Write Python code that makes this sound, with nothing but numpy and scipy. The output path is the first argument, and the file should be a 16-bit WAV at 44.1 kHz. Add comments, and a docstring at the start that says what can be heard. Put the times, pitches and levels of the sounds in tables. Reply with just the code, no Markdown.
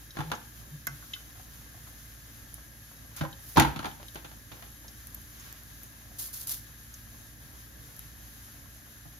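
"""A small kitchen: doughnuts fry gently in a pot of oil on a gas hob, near a humming fridge.
The frying is shaped noise with dense bursts, small bubble notes and snapping spits; the fridge is a set of
sines, the burner coloured noise with a thin whistle. A wire skimmer clinks on the pot and a utensil clatters
down beside the hob, each contact a sum of decaying modes and noise. A plastic glove rustles as clumped grains
and cloth swishes as soft noise. The room answers the handling and the pot with a decaying diffuse tail."""
import sys
import numpy as np
from scipy import signal
from scipy.fft import rfft, irfft, next_fast_len
from scipy.io import wavfile
from scipy.ndimage import map_coordinates

SR = 44100
rng = np.random.default_rng(int(sys.argv[2]) if len(sys.argv) > 2 else 0)


def put_to_file(sound):
    """Save the sound as 16-bit audio at rate SR, in the file named by the first command-line argument."""
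    columns = np.atleast_2d(sound).T  # one column per channel
    safe = np.clip(columns, -1, 1)
    whole_steps = np.round(safe * 32767)
    wavfile.write(sys.argv[1], SR, whole_steps.astype(np.int16))


N = 405367
TIME = np.arange(N) / SR
AGE = TIME[:SR // 2]  # time since the onset of one short event, s

# noise spectrum of thin plastic, also used for the skimmer's ticks: frequency_hz, level_db (per Hz)
PLASTIC_SPECTRUM = [(200, -48), (1000, -10), (2500, -11), (4300, -0.5), (7000, 2), (10000, 7.5), (12000, 5),
                    (16000, 5)]
# modes of the pot with the skimmer's wires against it: frequency_hz, level_db, t60_s
POT_MODES = [(1128, -1, 0.28), (1319, -7, 0.24), (1460, 2.5, 0.12), (1550, 1.5, .07), (1650, 1, .06),
             (2063, 7, 0.14), (2660, -0.5, .08), (3040, 5.5, 0.089), (3150, 5.5, .06), (3410, 0, .06),
             (3654, 2.5, 0.069), (3846, 6.5, .07), (4340, -6, 0.11), (5090, 1, 0.072), (5615, -2, 0.17),
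             (6400, 7.5, 0.063), (7120, 3, .1), (7380, 4, 0.031), (9320, 15.5, .07)]


def amp(db):
    """Level law: decibels become an amplitude ratio."""
    return 10 ** (np.asarray(db) / 20)


def unit(x):
    """Power normalisation: scale to rms 1."""
    return x / np.sqrt(np.mean(x ** 2) + 1e-20)


def unit_attack(x):
    """Onset normalisation: scale the first hundredth of a second to rms 1."""
    return x / np.sqrt(np.mean(x[..., :SR // 100] ** 2) + 1e-20)


def along(points, hz):
    """Logarithmic pitch scale: interpolate (frequency_hz, value) points on it."""
    f, v = np.transpose(points)
    return np.interp(np.log(hz + 1), np.log(f + 1), v)


def fade(t60):
    """Exponential damping: the amplitude falls 60 dB in t60 seconds."""
    return np.exp(-np.log(1000) * AGE / t60)


def swell(table):
    """Superposition of bell-shaped envelopes from rows of start_s, level_db, width_s."""
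    return sum(amp(db) * np.exp(-((TIME - s) / width) ** 2) for s, db, width in table)


def wobble(rate):
    """Slow random fluctuation: a smooth curve through rate random knots a second."""
    return map_coordinates(rng.standard_normal(int(N * rate / SR) + 4), [TIME * rate])


def filtered(x, response):
    """Linear filtering: multiply the spectrum of x by a response of frequency."""
    n = x.shape[-1]
    m = next_fast_len(n + SR // 4)
    return irfft(rfft(x, m) * response(np.fft.rfftfreq(m, 1 / SR)), m)[..., :n]


def noise(spectrum, size=N):
    """Incoherence: two unrelated noises of one colour, together rms 1."""
    white = rng.standard_normal((2, size))
    return unit(filtered(white, lambda hz: amp(along(spectrum, hz))))


def crackle(spectrum, rate, spread_db):
    """Shot noise: rate tiny bursts a second at random moments, exponentially spread in dB, rms 1."""
    happens = rng.random(N) < rate / SR
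    sizes = amp(spread_db * np.minimum(rng.exponential(size=N), 6)) * happens
    power = np.abs(signal.fftconvolve(sizes ** 2, fade(0.0022) ** 2)[:N])
    return unit(np.sqrt(power) * noise(spectrum))


def add(track, s, sound):
    """Superposition: mix a sound into a track at time s."""
    start = max(round(s * SR), 0)
    track[:, start:start + sound.shape[-1]] += sound[..., :N - start]


def ring(modes, weight, spread_db):
    """Modal superposition: damped sines at random strengths, alternate modes in opposite senses."""
    quarter_cycle = np.pi / 2 * np.arange(2)[:, None]  # offset of the unshared part
    total = np.zeros((2, len(AGE)))
    for k, (hz, db, t60) in enumerate(modes):
        strength = amp(db + weight(hz) + spread_db * rng.standard_normal((2, 1)))
        total += (-1) ** k * strength * fade(t60) * np.sin(2 * np.pi * hz * AGE + quarter_cycle)
    return total


def fridge():
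    """Tonal machine noise: compressor lines wavering in level and phase, with no unshared part."""
    # compressor lines: frequency_hz, level_db
    motor_lines = [(49.5, -83), (56.5, -55), (113, -59.5), (146, -68.5), (226, -67.5), (295.5, -70)]
    hum = np.zeros(N)
    for hz, db in motor_lines:
        phase = 2 * np.pi * hz * TIME + 0.65 * wobble(1.815)
        hum += amp(db + 0.1 * wobble(2.8)) * np.sqrt(2) * np.sin(phase)
    return np.array([hum, np.zeros(N)])


def burner():
    """Turbulent flow noise: the flame rumbles unsteadily and gas hisses in the burner tube."""
    # flame spectrum: frequency_hz, level_db (per Hz)
    flame = [(20, -27), (35, 0.5), (60, 6), (85, 4), (140, 1), (185, -4.5), (290, -4.5), (370, -11),
             (450, -13), (600, -12.5), (850, -17), (2500, -23.5), (8000, -90)]
    # gas jet spectrum: frequency_hz, level_db (per Hz)
    jet = [(900, -6.5), (1350, -33), (1620, 19), (1850, 12.5), (2100, 0), (3000, -45)]
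    rumble = amp(-55 + 1.2 * wobble(9)) * noise(flame)
    hiss = amp(-62.0) * noise(jet)
    return rumble + hiss


def whistle():
    """Frequency modulation: a thin unsteady whistle, likely the gas jet, creeps up in pitch."""
    # level of the whistle: time_s, level_db
    level_points = [(0, -75), (1.2, -76), (2.9, -60), (3.3, -64), (4.3, -77), (4.7, -59.5), (5.7, -66),
                    (5.85, -76), (6.8, -61), (7.6, -66), (8.2, -61.5), (9.1, -62)]
    start_hz, creep_hz_per_s = 11270, 5
    hz = start_hz + creep_hz_per_s * TIME + 20 * wobble(100) + 10 * wobble(3)
    db = np.interp(TIME, *np.transpose(level_points)) + 1.5 * wobble(12)
    return amp(db) * np.sin(2 * np.pi * np.cumsum(hz) / SR) * [[1], [.3]]  # shared, unshared


def cloth():
    """Friction noise: sleeve and apron swish softly as the cook moves."""
    # swishes: start_s (centre), level_db, width_s
    swishes = [(3.187, -46, 0.024), (5.47, -55, 0.12)]
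    return swell(swishes) * noise([(200, -14), (1200, 5), (3500, 2.5), (7000, -2), (15000, -26)])


def glove():
    """Buckling of thin plastic: dense clumped grains; each stroke sags in level, then dies away."""
    # strokes: start_s, level_db, length_s, attack_s
    strokes = [(3.16, -40.5, .005, .007), (3.38, -43.5, 0.31, 0.11), (6.18, -35.5, 0.081, 0.017),
               (6.326, -39, 0.1, .007), (6.466, -32.5, 0.074, 0.025)]
    # sharpest crinkles: start_s (centre), level_db, width_s
    sharp_crinkles = [(6.197, -32, .007), (6.342, -34, .005), (6.387, -41, .003), (6.415, -37, .004),
                      (6.473, -29, .002), (6.495, -28, .002), (6.52, -28.5, .007)]
    snap_db, snap_s = 3.5, .018  # extra level at the start, and its decay
    sag_db_per_s, release_s, clump_db = 20, 0.035, 1.5
    level = np.zeros(N)
    for s, db, length, attack in strokes:
        age = np.maximum(TIME - s, 0)
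        level_db = db + snap_db * np.exp(-age / snap_s) - sag_db_per_s * age
        release = np.exp(-np.maximum(age - length, 0) / release_s)
        level += amp(level_db) * np.minimum(age / attack, 1) * release
    clumps = amp(clump_db * wobble(130))
    grains = crackle(PLASTIC_SPECTRUM, rate=7900, spread_db=-7.5)
    return np.hypot(level, swell(sharp_crinkles)) * clumps * grains


def scrapes():
    """Stick-slip friction: the skimmer's wire slips over steel in uneven clumps of tiny contacts."""
    # scrapes: start_s (centre), level_db, width_s
    slips = [(.163, -45, .01), (.232, -46, .018), (.28, -53, .031), (3.567, -30, 0.0055),
             (3.875, -46, 0.016), (4.02, -54.5, 0.039), (4.18, -56, 0.034), (4.565, -54, 0.035),
             (4.67, -61, 0.059)]
    spectrum = [(100, -14), (350, 8.0), (900, 3.5), (1500, -11), (2200, -7.0), (4000, -5),
                (7000, -24), (15000, -40.5)]
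    clumps = unit(amp(3.5 * wobble(110)))
    return swell(slips) * clumps * crackle(spectrum, rate=2500, spread_db=2.5)


def blow(ring_db, thud_db, edge_db, panel_db, panel_hz, rise):
    """Impact excitation: a blow drums a panel, rings the hob, rattles loose parts and thuds in the worktop."""
    # low modes of the worktop: frequency_hz, level_db, t60_s
    worktop = [(62, -15, .12), (100, -1, .08), (120, -2, .09), (146, 2, .1), (170, -7, .09), (280, -6, .06)]
    # modes of the hob's sheet steel: frequency_hz, level_db, t60_s
    hob = [(208, -9, .3), (234, -7, .25), (253, -8, .2), (270, -7, .2), (322, -6, .24), (383, -10, .18),
           (492, -13, .26), (548, -11, .16), (619, -9, .22), (690, -8, .22), (797, -3, .3), (825, -5, .22),
           (873, -4, .26), (900, -6, .18), (925, -4, .2), (949, -5, .18), (1016, -6, .2), (1176, -7, .18),
           (1279, -6, .26), (1346, -5, .24), (1380, -6, .22), (1437, -6, .22), (1547, -5, .18),
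           (1601, -4, .16), (1728, -5, .16), (1884, -10, .18), (2176, -10, .18), (2266, -11, .22),
           (2503, -14, .17), (3011, -16, .16), (3186, -15, .17), (3391, -14, .18), (3558, -14, .17),
           (4107, -17, .17)]
    # spectrum of the rattling parts: frequency_hz, level_db (per Hz)
    clatter = [(60, -26), (200, -2), (320, -1), (440, -6), (620, -2), (800, 0), (950, 0), (1150, -3),
               (1400, -1), (1650, -.5), (1950, -7), (2400, -13), (3000, -14), (6000, -19), (16000, -44)]
    # spectrum of the bright edge of hard contact: frequency_hz, level_db (per Hz)
    hard_edge = [(500, 5), (2000, 2.5), (2800, 3.5), (3800, 3), (5500, -9), (6600, -3), (7500, -15.5),
                 (9500, -2.5), (12000, -18.5), (16000, -22)]
    heavy_db, light_range_db, light_sustain = -22, 10, .2
    load_detune = .006  # share by which the utensil's weight detunes the hob, at random
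    spread, panel_t60_s = 1.13, .07  # frequency ratio reached by the panel's close modes; brief decay

    thud = np.zeros((2, len(AGE)))
    for k, (hz, db, t60) in enumerate(worktop):
        phase = 2 * np.pi * hz * AGE + np.array([[0], [2.0]])
        thud += (-1) ** k * amp(db) * fade(t60) * np.sin(phase)
    low = amp(thud_db) * unit_attack(thud) * np.array([[1], [1.9]])  # unshared part stronger

    # after a lighter blow the utensil stays in contact and damps the steel more
    sustain = np.interp(ring_db, [heavy_db - light_range_db, heavy_db], [light_sustain, .6])
    damping = sustain + (1 - sustain) * fade(0.08)
    loaded = [(hz * (1 + load_detune * rng.standard_normal()), db, t60) for hz, db, t60 in hob]
    steel = amp(-3) * unit_attack(ring(loaded, lambda hz: 0, spread_db=2.5) * damping)

    band = [(panel_hz / spread ** 2, -40), (panel_hz / spread, -6), (panel_hz, 0),
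            (panel_hz * spread, -6), (panel_hz * spread ** 2, -40)]
    drumming = noise(band, size=len(AGE)) * fade(panel_t60_s)
    # scaled by its whole energy, as if spent in 10 ms
    panel = drumming / np.sqrt(np.sum(drumming ** 2) / (2 * SR * .01))

    chatter = unit(amp(4 * wobble(260)[:len(AGE)]))
    rattle = amp(-1) * noise(clatter, size=len(AGE)) * chatter * fade(0.1)
    edge_decay = fade(0.018) + amp(-7.5) * fade(0.13)
    edge = unit_attack(noise(hard_edge, size=len(AGE)) * edge_decay)
    onset = 1 - np.exp(-(AGE / max(rise, 1e-4)) ** 2)
    return onset * (amp(ring_db) * (steel + rattle) + amp(panel_db) * panel + low + amp(edge_db) * edge)


def knocks():
    """Repeated impact: a utensil lands, tips over and rocks to rest, each contact struck differently."""
    # contacts with hob and worktop: start_s, ring_db, thud_db, edge_db, panel_db, panel_hz, rise_s
    contacts = [(.168, -37.5, -49, -45, -50, 600, 0.0013), (.184, -36.5, -32, -36, -36, 1114, 0.0049),
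                (.204, -36.5, -51, -44, -35, 846, 0.001), (.316, -30.5, -44, -32.5, -32.5, 860, 0.00037),
                (.334, -39.5, -52, -60, -39, 1180, .002), (0.8708, -44.5, -50, -58, -54, 606, .001),
                (3.208, -32, -29, -39, -39, 664, 0.0028), (3.233, -38, -38, -62, -36, 546, 0.0025),
                (3.248, -42, -45, -63, -39, 960, .002), (3.569, -17, -19.5, -21, -12, 906, .0028),
                (3.580, -25.5, -19.5, -23, -25, 342, 0.0011), (3.597, -26, -25, -19.5, -26, 2170, 0.00061),
                (3.604, -24.5, -42, -33, -22.5, 865, 0.0016), (3.619, -34, -35, -24, -27, 240, 0.0018),
                (3.646, -28, -37, -39, -24, 870, 0.0033), (3.673, -36, -38, -49, -35.5, 1260, 0.0015),
                (3.759, -38, -38, -36, -41, 230, 0.0023), (3.7901, -38, -42.5, -36, -39.5, 1370, .0015),
                (3.826, -41, -52, -47, -50, 950, 0.0017), (3.843, -35.5, -54, -39, -37, 960, 0.0017),
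                (3.854, -37, -48, -34, -43, 227, 0.0011), (3.864, -41.5, -41, -46, -37.5, 780, .002),
                (3.995, -50, -58, -57, -58, 600, 0.0035), (4.155, -42.5, -52.5, -38.5, -51, 626, 0.0021),
                (4.244, -47, -58, -39.5, -51, 620, 0.0033), (4.312, -54, -62, -48.5, -62, 600, 0.0024),
                (4.515, -47.5, -51, -40.5, -59, 620, 0.0033), (4.622, -50, -59, -45, -56, 620, 0.0021),
                (9.053, -58, -51, -70, -51.5, 694, 0.0014)]
    out = np.zeros((2, N))
    for s, *contact in contacts:
        add(out, s, blow(*contact))
    return out


def skimmer():
    """Selective modal excitation: ticks wake pot modes near one pitch; low sines give swings and booms."""
    # wire contacts, and the bright snaps of two hard knocks: start_s, ring_db, centre_hz (of the modes), tick_db
    clinks = [(.1063, -47, 4500, -57), (.3165, -51, 5570, -39), (.351, -46.5, 5860, -54),
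              (.8694, -30.5, 1530, -26), (.8712, -38.5, 6000, -43), (.8726, -33, 2000, -35),
              (1.024, -50, 1440, -72), (1.1335, -46, 6400, -52), (1.135, -33.5, 3050, -53),
              (1.138, -37, 3750, -57), (1.161, -47, 1490, -64), (3.212, -45, 3530, -60),
              (3.3272, -45.5, 3740, -63), (3.598, -26.5, 6550, -18), (3.912, -50, 3200, -53),
              (4.083, -46.5, 4100, -44), (4.881, -46.5, 5160, -59), (5.398, -50.5, 6200, -46),
              (5.406, -52, 6400, -51), (6.9402, -44.5, 6360, -45)]
    # dull swings of the pot, and low booms of the hob under the heaviest blow:
    # start_s (centre), level_db, pitch_hz, length_s
    swings_and_booms = [(.285, -41.5, 156, 0.049), (0.746, -41, 150, 0.02), (.925, -45.5, 139, 0.029),
                        (3.593, -28, 60, 0.017), (3.682, -35.5, 62, 0.035)]
    sustain, damp_s = .38, .07  # the wires stay in contact: share of ring left, t60 of the rest
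    damping = sustain + (1 - sustain) * fade(damp_s)
    onset = 1 - np.exp(-AGE / 0.000072)
    out = np.zeros((2, N))
    for s, db, centre_hz, tick_db in clinks:
        nearness_db = lambda hz: max(-45 * np.log2(hz / centre_hz) ** 2, -32)
        metal = unit_attack(ring(POT_MODES, nearness_db, spread_db=-1.0) * damping)
        band = [(centre_hz / 2, -24), (centre_hz, 0), (centre_hz * 2, -28)]
        buzz = unit_attack(noise(band, size=len(AGE)) * fade(0.065))
        tick = unit_attack(noise(PLASTIC_SPECTRUM, size=len(AGE)) * fade(0.018))
        clink = amp(db) * (amp(-2.5) * metal + amp(-12) * buzz)
        add(out, s, onset * (clink + amp(tick_db - 4.0) * tick))
    for s, db, hz, length in swings_and_booms:
        bell = np.exp(-((TIME - s) / length) ** 2)
        out[0] += amp(db + 4.5) * bell * np.sin(2 * np.pi * hz * (TIME - s))
    return out


def bubble(hz):
    """Bubble resonance: a few damped cycles, rising in pitch as the bubble surfaces."""
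    cycles = hz * (AGE + 2 * AGE ** 2)
    return np.sin(2 * np.pi * cycles) * np.exp(-cycles / 4) * (1 - np.exp(-cycles))


def blips(count=200):
    """Bubble resonance: small bubbles surface at random; deep-pitched ones tend to be fainter."""
    floor_db, treble_db, range_db = -62, 5, 12
    out = np.zeros((2, N))
    for when, pitch, size, side in rng.random((count, 4)):
        level = amp(floor_db + treble_db * pitch + range_db * size ** 2)
        placing = np.array([[1], [2 * side - 1]])  # shared, unshared
        add(out, when * N / SR, level * bubble(600 * 8 ** pitch) * placing)
    return out


def plops(count=60):
    """Bubble resonance with steam noise: fat bubbles open with a low note and a soft puff."""
    # plops at set times: start_s, level_db, pitch_hz
    set_plops = [(1.354, -56, 720), (1.396, -51.5, 730), (1.743, -54.5, 660), (1.772, -56, 690),
                 (1.869, -53, 1250), (2.58, -54, 744), (2.912, -55, 684), (3.045, -56, 680),
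                 (4.845, -52, 894), (6.009, -59, 740), (6.113, -56, 670), (7.317, -63, 420),
                 (7.534, -59, 400), (7.889, -59, 480), (8.543, -63, 670), (8.865, -57.5, 1280)]
    random_db, range_db, low_hz, octaves = -59, 8, 400, 1.8  # others at random, up to random_db
    random_plops = [(when * N / SR, random_db - range_db * size, low_hz * 2 ** (octaves * pitch))
                    for when, size, pitch in rng.random((count, 3))]
    puff_shape = fade(.07) * (1 - fade(.012))
    out = np.zeros((2, N))
    for s, db, hz in [*set_plops, *random_plops]:
        steam = noise([(150, -8), (hz, 0), (1500, -4), (3500, -15), (9000, -40)], size=len(AGE))
        puff = unit_attack(steam * puff_shape)
        add(out, s, amp(db - 3) * (amp(-4) * unit_attack(bubble(hz)) + puff))
    return out


def spits(count=6):
    """Sudden vaporisation: larger steam pockets snap, each at its own pitch, with a short spray."""
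    # loudest spits of oil: start_s, level_db, pitch_hz
    loud_spits = [(2.542, -32, 10500), (2.544, -42, 6500), (4.147, -35, 9000), (4.367, -46, 7200),
                  (5.0703, -31, 10500), (5.146, -30.5, 12600), (5.1495, -35, 12700), (5.217, -44, 13500),
                  (5.527, -36, 14500), (5.635, -42, 10500), (5.8335, -36, 14500), (5.842, -44, 10000),
                  (7.965, -38, 12000), (7.993, -32, 10500)]
    faint_db, faint_range_db = -52, 14  # the rest come at random, this loud and weaker
    peak_db, width_hz = 6, 1000  # spectral peak at the pitch
    faint = [(when * N / SR, faint_db - faint_range_db * size, 7000 * 2 ** pitch)
             for when, size, pitch in rng.random((count, 3))]
    spectrum = [(1500, -36), (5000, -2), (8000, 9.0), (13000, 11.5), (16000, 7)]
    snap = fade(0.006) + amp(-18) * fade(0.03)
    out = np.zeros((2, N))
    for s, db, hz in [*loud_spits, *faint]:
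        spray = noise(spectrum, size=len(AGE))
        burst = filtered(spray, lambda f: 1 + amp(peak_db) * np.exp(-((f - hz) / width_hz) ** 2))
        add(out, s, amp(db + 2.5) * snap * unit(burst))
    return out


def frying():
    """Boiling noise: steam leaves the dough as a fine hiss with countless small bursting bubbles."""
    # oil spectrum: frequency_hz, level_db (per Hz)
    oil_spectrum = [(300, -18.5), (850, -12.5), (1300, -3), (2800, -6.5), (3700, -4.5), (5300, -4.5),
                    (6500, -0.5), (7500, -4), (8200, -18), (10700, 2.5), (12500, -3.5), (14500, -2.5),
                    (16000, -4.5)]
    # surges when the oil is stirred or fresh dough gives off steam: start_s, gain_db
    surges = [(.8, 3), (1.6, 1.7), (2.7, 0.5), (4.75, 1), (7.75, 1.5)]
    base_db, rise_s, settle_s = -56, 0.32, 0.18  # settle_s is a time constant
    level_db = base_db
    for s, db in surges:
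        age = TIME - s
        settling = np.exp(-np.maximum(age - rise_s, 0) / settle_s)
        level_db = level_db + db * np.clip(age / rise_s, 0, 1) * settling
    hiss = amp(3.5 + 0.93 * wobble(17)) * noise(oil_spectrum)
    bubbles = amp(-8.0 + 0.41 * wobble(1.72)) * crackle(oil_spectrum, rate=350, spread_db=0.0)
    return amp(level_db) * (hiss + bubbles)


def pot_ring(x, width_hz, db):
    """Forced resonance: the oil's sound sings in the pot's own modes."""
    def modes(f):
        return sum(amp(level) * 1j * f * width_hz / (hz * hz - f * f + 1j * f * width_hz)
                   for hz, level, _ in POT_MODES)
    return filtered(x, lambda f: 1 + amp(db) * modes(f))


def kitchen(x):
    """Diffuse reverberation: tiled walls answer with decaying noise whose treble dies first."""
    # reverberation time: frequency_hz, t60_s
    decay_points = [(100, 0.42), (1000, 0.42), (4000, 0.38), (14000, 0.13)]
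    hz, t, z = signal.stft(rng.standard_normal((2, SR // 2)), SR, nperseg=256)
    decay = np.exp(-np.log(1000) * t / along(decay_points, hz)[:, None])
    tail = signal.istft(z * decay, SR, nperseg=256)[1]
    return signal.fftconvolve(x, tail / np.linalg.norm(tail[0]), axes=1)[:, :N]


def stereo(pair):
    """Interchannel coherence: shared and unshared parts set stereo width and phase between two channels."""
    # likeness of left and right by frequency: frequency_hz, correlation
    alike = [(60, .95), (150, .85), (280, .6), (400, 0), (800, .2), (1100, .3), (1700, -.2), (2800, .15),
             (5000, .1), (6500, .4), (7300, .7), (7800, .99), (9100, .99), (10200, .65), (11200, .7),
             (12000, .99), (13400, .99), (14300, .6), (15400, .95)]
    # phase by which left leads: frequency_hz, lead_turns
    left_lead = [(4000, 0), (6500, -.2), (7300, -.33), (7800, -.485), (9000, -.515), (9700, -.66),
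                 (11900, -.99), (13400, -1.01), (14900, -1.3), (15500, -1.49)]
    turn = lambda hz: np.arccos(np.clip(along(alike, hz), -.995, .995)) / 2
    shared, apart = filtered(pair, lambda hz: np.array([np.cos(turn(hz)), np.sin(turn(hz))]))
    # half the lead is given to each side
    lead = lambda hz: np.exp(1j * np.pi * along(left_lead, hz) * np.array([[1], [-1]]))
    return filtered(np.array([shared + apart, shared - apart]), lead)


def scene():
    """Superposition: handling noises and their room sound over the continuous frying."""
    handling = knocks() + scrapes() + glove() + cloth() + spits()
    in_pot = skimmer() + plops()
    oil = pot_ring(frying() + blips(), width_hz=8.5, db=1.0)
    steady = stereo(oil + burner() + whistle() + fridge())
    # the steady sounds lean left above the bass: (Hz, dB up at left and down at right)
    left_db = [(200, -1.2), (600, 1.45), (1700, 1.75), (3000, 1.1), (6500, 0.7), (8000, 0.55)]
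    steady = filtered(steady, lambda hz: amp(along(left_db, hz) * np.array([[1], [-1]])))
    room_db, pot_room_db = -11.5, -16
    reflected = kitchen(amp(room_db) * handling + amp(pot_room_db) * in_pot)
    return steady + stereo(handling + in_pot + reflected)


def record(dry):
    """Band limiting: the recorder rolls off the deepest bass and stops dead at its top frequency."""
    top_hz, bass_hz = 15800, 20
    return filtered(dry, lambda hz: (hz < top_hz) * hz ** 2 / (hz ** 2 + bass_hz ** 2))


dry = scene()
out = record(dry)
put_to_file(out)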